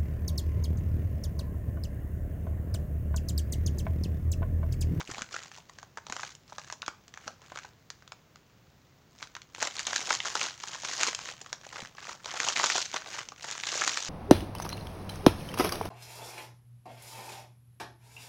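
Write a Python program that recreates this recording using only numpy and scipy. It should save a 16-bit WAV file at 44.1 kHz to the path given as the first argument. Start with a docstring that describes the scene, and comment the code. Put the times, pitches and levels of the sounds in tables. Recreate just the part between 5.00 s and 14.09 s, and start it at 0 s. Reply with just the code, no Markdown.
"""Plastic film pops now and then over a faint room rumble, as two hands pick up and finger a sealed
packet of crackers close to a small microphone in a small room. After a pause they squeeze it hard, and
the crackers crack and crumble under dense crinkling. Panels of the wrapper flip with a hollow pop,
creases run with a sharp tick, sliding fingers and crumbs fizz, and the packet bumps dully against
table and fingers. The near walls answer with a short tail."""
import sys
import numpy as np
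from scipy import signal
from scipy.fft import rfft, irfft
from scipy.io import wavfile

SR = 44100
rng = np.random.default_rng(int(sys.argv[2]) if len(sys.argv) > 2 else 0)


def file_out(sig):
    """Save sig as 16-bit WAV at sys.argv[1]."""
    # one column per channel
    cols = np.atleast_2d(sig).T
    # limit, then scale
    lim = np.clip(cols, -1, 1)
    pcm = np.round(lim * 32767).astype(np.int16)
    wavfile.write(sys.argv[1], SR, pcm)


N = 400869

# spectrum of the room tone and microphone hiss: (frequency [Hz], relative level [dB])
ROOM_TONE = [(20, -19), (65, -4.5), (135, 2), (220, -7.5), (500, -12.5), (3500, -23), (6700, -25.5),
             (8500, -39.5), (13700, -40), (14700, -28)]
# finger presses: (start [s], length [s], crackle level half-way [dB], swell from start to end [dB])
PRESSES = [(0.005, 0.019, -45.5, -8), (0.084, .13, -45, -4), (0.329, 0.15, -50, -9), (0.52, 0.051, -53, 8),
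           (0.695, 0.15, -67, -5), (1.124, .16, -46, 1.5), (1.498, .22, -55, 1), (2.169, 0.1, -58, 17),
           (2.444, 0.22, -58, 1), (4.174, 0.059, -53.5, 9.5), (4.616, 0.061, -37, -5),
           (4.754, 0.051, -42, 1), (4.871, 0.14, -37, 3), (5.049, 0.079, -33, 9), (5.257, 0.21, -36, 4),
           (5.609, .17, -44, 1), (5.839, 0.24, -35, 7), (6.19, 0.1, -42, 10), (6.401, 0.14, -57, -4),
           (6.649, 0.0594, -49, -2), (6.765, 0.086, -43, -6), (6.988, 0.13, -47, 6),
           (7.252, 0.24, -39, 14.5), (7.573, .25, -32, -2), (7.942, .025, -37, 3), (8.083, 0.11, -37.5, 1),
           (8.44, 0.19, -42, -4), (8.665, 0.22, -33, 5.5), (8.921, .17, -36, -8)]
# modes of a panel of the wrapper: (frequency [multiple of the pop pitch], level [dB])
PANEL_MODES = [(.45, -11), (0.781, -4.5), (1.051, -2), (1.38, -8.5)]
# how taut the film is; taut film ticks, slack film pops: (time [s], tick level over pop [dB])
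TAUTNESS = [(.5, -1), (1.2, 6), (2.4, -5.5), (4.8, 4), (6.1, 5.5), (6.3, 0.5), (7.3, -2.5), (7.85, 14),
            (7.95, -3), (9.05, 8.5)]
# snaps that stand out of the crackle: (time [s], pop level [dB], pop pitch [Hz], tick level [dB])
SNAPS = [(0.0125, -35, 1460, -42.5), (0.114, -49, 900, -37), (0.1462, -39.5, 1840, -48),
         (0.1816, -38.5, 759, -39), (0.2198, -34, 1580, -33), (0.342, -33.5, 1260, -41),
         (0.3638, -32.5, 1610, -39), (0.434, -55, 2230, -42), (0.5159, -45, 1690, -51),
         (0.6958, -46.5, 1450, -49.5), (0.7862, -45.5, 1370, -45), (0.8292, -43, 1230, -48),
         (0.9732, -35, 1200, -42), (0.9826, -40, 1220, -50), (1.067, -44, 1131, -43),
         (1.0987, -37, 1150, -39), (1.124, -33.5, 1380, -32.5), (1.1651, -38, 1423, -37.5),
         (1.195, -37, 1250, -55), (1.2324, -31.5, 1466, -41), (1.351, -66, 2180, -45.5),
         (1.523, -40.5, 963, -63), (1.5828, -36, 1190, -38.5), (1.7001, -37.5, 1588, -43.5),
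         (1.725, -37.5, 1080, -34), (1.8196, -48, 1520, -34), (1.8278, -36.5, 1300, -58),
         (1.863, -46, 1400, -39.5), (1.88, -28, 1115, -34), (2.0803, -56, 1340, -49.5),
         (2.1395, -45.5, 1617, -45.5), (2.1743, -40, 1623, -47), (2.2783, -33.5, 1031, -36),
         (2.4178, -54, 884, -53), (2.5198, -39.5, 1024, -50), (2.5587, -39.5, 1036, -44),
         (2.5734, -38, 1380, -42), (2.588, -40, 1610, -43.5), (2.6477, -43, 960, -69),
         (2.9023, -42, 1780, -37.5), (3.023, -53, 1470, -60), (3.077, -54, 1540, -48.5),
         (3.1201, -40.5, 1270, -42.5), (3.358, -52, 1540, -51.5), (4.2271, -36.5, 2042, -38),
         (4.3515, -40, 1727, -40.5), (4.3653, -39, 1416, -44), (4.418, -49, 1930, -47),
         (4.5483, -41, 1916, -41), (4.6264, -24, 1694, -22), (4.6724, -32, 1657, -29.5),
         (4.7936, -32, 2173, -30), (4.8684, -36.5, 1506, -27), (4.9307, -27.5, 1512, -32.5),
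         (4.9611, -26.5, 1426, -23), (5.107, -19.5, 1390, -39), (5.128, -29.5, 1622, -28),
         (5.2031, -28.5, 2733, -52), (5.2553, -31.5, 1532, -35), (5.3535, -25.5, 1128, -27),
         (5.4132, -26, 2045, -30.5), (5.637, -36, 1202, -40), (5.8496, -32.5, 2296, -33.5),
         (6.011, -33.5, 1705, -27), (6.0327, -27, 1525, -22), (6.0725, -52, 1963, -26.5),
         (6.1482, -61, 2000, -27), (6.19, -37, 1560, -42), (6.414, -53, 2623, -39),
         (6.4616, -43.5, 1263, -46.5), (6.5287, -34.5, 1460, -30), (6.9827, -41, 1383, -54),
         (7.0926, -34.5, 1499, -42), (7.2578, -38.5, 1112, -33.5), (7.4015, -25.5, 1920, -27.5),
         (7.4862, -35, 1429, -23), (7.5634, -25, 2530, -37), (7.5979, -23, 1465, -36),
         (7.64, -21.5, 1150, -28.5), (7.6597, -34, 1675, -24.5), (7.7, -24, 2050, -27),
         (7.7544, -27, 776.7, -31.5), (7.7803, -27.5, 1340, -27), (7.9413, -31, 859.5, -32),
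         (7.9632, -28.5, 1804, -33), (8.2877, -52, 1930, -38), (8.3202, -41, 1056, -48),
         (8.443, -36.5, 1290, -41), (8.512, -59, 1710, -32), (8.636, -29.5, 2582, -37),
         (8.8191, -23, 1638, -41), (8.8768, -25, 1732, -22.5), (8.973, -28, 1840, -27.5)]
# bumps of the packet against table and fingers: (time [s], level [dB], pitch [Hz])
BUMPS = [(0.092, -31, 343), (0.114, -38, 122), (0.183, -39, 240), (0.218, -35, 210), (1.1, -37.5, 218.3),
         (1.881, -34, 330), (2.264, -42.5, 281.3), (2.519, -41.5, 382.6), (6.826, -36.5, 210.7)]
# the small microphone, with a presence peak and little top octave: (frequency [Hz], gain [dB])
MIC_RESPONSE = [(400, 1), (3100, 0), (5000, -1), (6700, 0.5), (7500, -3.5), (8500, -7.5), (12000, -20)]


def gain_of(db):
    """Decibels to amplitude."""
    return 10 ** (np.asarray(db) / 20)


def unit_rms(x):
    """Scales to rms 1."""
    return x / np.sqrt(np.mean(x ** 2))


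def gain_at(spectrum, hz):
    """Amplitude of a spectrum table, read on a log-frequency axis."""
    table_hz, db = np.transpose(spectrum)
    return gain_of(np.interp(np.log(hz + 1), np.log(table_hz), db))


def add(mix, s, sound):
    """Mixes a sound in at s seconds."""
    part = mix[max(round(s * SR), 0):][:len(sound)]
    part += sound[:len(part)]


def smoothed(x, s):
    """Running mean under a soft window s seconds long."""
    window = signal.windows.hann(round(s * SR))
    return signal.oaconvolve(x, window / window.sum(), "same")


def room_tone(db=-61):
    """Low rumble of the room and the microphone's own hiss, steady throughout."""
    spectrum = rfft(rng.standard_normal(N)) * gain_at(ROOM_TONE, np.fft.rfftfreq(N, 1 / SR))
    return gain_of(db) * unit_rms(irfft(spectrum, N))


def squeeze(hold_db=-75, grip_db_per_s=302, relax_db_per_s=260):
    """Amplitude of the fine crackle: each press grips quickly, swells or eases, then lets go."""
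    t, power = np.arange(N) / SR, np.full(N, gain_of(hold_db) ** 2)
    for start, length, db, swell_db in PRESSES:
        near = abs(t - start - length / 2) < length / 2 + .25
        age = t[near] - start
        swell = swell_db * (np.clip(age / length, 0, 1) - .5)
        fade = grip_db_per_s * np.maximum(-age, 0) + relax_db_per_s * np.maximum(age - length, 0)
        power[near] += gain_of(db + swell - fade) ** 2
    return np.sqrt(power)


def rustle(effort, gain_db=-14, slips_per_s=1500, low_hz=2200, follow=0.73, light_touch_db=-63):
    """Fingers and crumbs slide on the film: tiny slips blend into a bright fizz."""
    slips = rng.standard_normal(N) * (rng.random(N) < slips_per_s / SR)
    fizz = unit_rms(signal.lfilter(*signal.butter(1, low_hz, "highpass", fs=SR), slips))
    # under a light touch the fingers mostly slide, so the fizz takes a larger share
    grip = np.maximum(effort, gain_of(light_touch_db)) / effort.max()
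    return gain_of(gain_db) * effort * grip ** (follow - 1) * fizz


def film_ring(mode_hz, mode_db, decay_cycles, scatter_s, rise_cycles=0.18):
    """Heavily damped modes of the film, set off a moment apart; their energy is that of 4 ms at rms 1."""
    t, hz = np.arange(900) / SR, mode_hz[:, None]
    delay = scatter_s * rng.exponential(1, hz.shape)
    age = np.maximum(t - delay + delay.min(), 0)
    # small, high patches of film start and die faster than large, low ones
    cycles = age * hz.mean()
    envelope = np.exp(-cycles / decay_cycles) * (1 - np.exp(-cycles / rise_cycles))
    modes = np.sqrt(hz) * np.sin(2 * np.pi * hz * age) * envelope
    wave = (rng.choice([-1, 1], len(hz)) * gain_of(mode_db)) @ modes
    return wave / np.sqrt(np.sum(wave ** 2) / (.004 * SR))


def pop(hz):
    """A whole panel of the wrapper flips with a hollow pop, in a slightly new shape each time."""
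    multiple, db = np.transpose(PANEL_MODES)
    mode_hz = hz * multiple * rng.lognormal(0, 0.0916, len(db))
    return film_ring(mode_hz, db, decay_cycles=1.89, scatter_s=0.0003455)


def tick(low_hz=2600, high_hz=7300, jumps=12):
    """A crease runs through the film in tiny jumps, heard as one sharp tick."""
    mode_hz = rng.uniform(low_hz, high_hz, jumps)
    return film_ring(mode_hz, np.zeros(jumps), decay_cycles=2.58, scatter_s=0.000657)


def crackle(effort, rest_per_s=55, squeeze_per_s=1000, size_db=4.5, clump_db=2.5, pop_hz=1680):
    """Small creases and breaking crumbs: harder squeezing makes them louder and more frequent."""
    per_s = rest_per_s + squeeze_per_s * np.sqrt(effort / effort.max())
    breaks = rng.random(N) < per_s / SR
    strength = breaks * gain_of(size_db * np.minimum(rng.exponential(1, N), 3.6))
    # the grains of any short moment share the work that the fingers put in
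    strength *= effort / np.sqrt(np.maximum(smoothed(strength ** 2, s=0.052), rest_per_s / SR))
    # one break sets off its neighbours, so the grains come in clumps
    strength *= gain_of(clump_db * unit_rms(smoothed(rng.standard_normal(N), s=0.041)))
    out = np.zeros(N)
    for at in np.flatnonzero(strength):
        pitch_spread, tick_spread = np.clip(rng.standard_normal(2), -2, 2)
        tick_db = np.interp(at / SR, *np.transpose(TAUTNESS)) + 5 * tick_spread
        grain = pop(pop_hz * np.exp(0.471 * pitch_spread)) + gain_of(tick_db) * tick()
        add(out, at / SR, strength[at] * grain / np.linalg.norm(grain))
    return out


def radiated(x, cutoff_hz):
    """A small surface gives off little bass into the air."""
    return signal.sosfilt(signal.butter(2, cutoff_hz, "highpass", fs=SR, output="sos"), x)


def snaps(tear_db=-13, tear_s=0.00099, creak_db=-15, creak_s=0.0037, creaks=4):
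    """Single loud snaps: pop and tick together, a dry tear on top, small creaks as the film settles."""
    out, t = np.zeros(N), np.arange(SR // 100) / SR
    for s, pop_db, hz, tick_db in SNAPS:
        hollow = radiated(pop(hz), cutoff_hz=0.35 * hz)
        add(out, s, gain_of(pop_db) * hollow + gain_of(tick_db) * tick())
        tear = unit_rms(rng.standard_normal(len(t)) * np.exp(-t / tear_s))
        add(out, s, gain_of(tick_db + tear_db) * tear)
        for delay, octaves in zip(rng.exponential(creak_s, creaks), rng.uniform(-0.993, 1, creaks)):
            creak = gain_of(pop_db) * pop(hz * 2 ** octaves) + gain_of(tick_db) * tick()
            add(out, s + delay, gain_of(creak_db) * creak)
    return out


def bumps(decay_cycles=0.86):
    """The packet meets table and fingers: soft low thuds that die within a few cycles."""
    t, out = np.arange(SR // 10) / SR, np.zeros(N)
    for s, db, hz in BUMPS:
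        add(out, s, gain_of(db) * np.sin(2 * np.pi * hz * t) * np.exp(-t * hz / decay_cycles))
    return out


def reflections(x, early_db=-17, tail_db=-12.5, t60_s=0.3, wall_s=0.0072, wall_spread_s=0.014):
    """The near walls and a short room tail; the packet moves, so their pattern keeps changing."""
    t, hop, out = np.arange(SR // 2) / SR, SR // 20, np.zeros(N)
    early = (t > wall_s) * np.exp(-abs(t - wall_s) / wall_spread_s)
    early *= gain_of(early_db) / np.linalg.norm(early)
    tail = (t > wall_s / 2) * gain_of(-60 * t / t60_s)
    tail *= gain_of(tail_db) / np.linalg.norm(tail)
    envelope = np.hypot(early, tail)
    for at in range(0, N - hop, hop):
        piece = x[at:at + 2 * hop]
        response = envelope * rng.choice([-1, 1], len(t))
        add(out, at / SR, signal.fftconvolve(piece * signal.windows.cosine(len(piece)), response))
    return out


def microphone(x):
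    """The small microphone colours what reaches it, as a minimum-phase filter."""
    log_gain = np.log(gain_at(MIC_RESPONSE, abs(np.fft.fftfreq(4096, 1 / SR))))
    taps = np.fft.ifft(np.exp(np.conj(signal.hilbert(log_gain)))).real
    return signal.oaconvolve(x, taps[:len(taps) // 2])[:N]


def scene():
    """One microphone close to the packet, with the small room well behind the direct sound."""
    background, effort = room_tone(), squeeze()
    crinkling = rustle(effort) + snaps() + crackle(effort)
    packet = radiated(crinkling, cutoff_hz=235) + bumps()
    return (microphone(packet + reflections(packet)) + background)[None]


def record(dry):
    """The recorder cuts off the highest treble."""
    lowpass = signal.firwin(511, cutoff=15900, window="blackman", fs=SR)
    return signal.oaconvolve(dry, lowpass[None], "same")


dry = scene()
out = record(dry)
file_out(out)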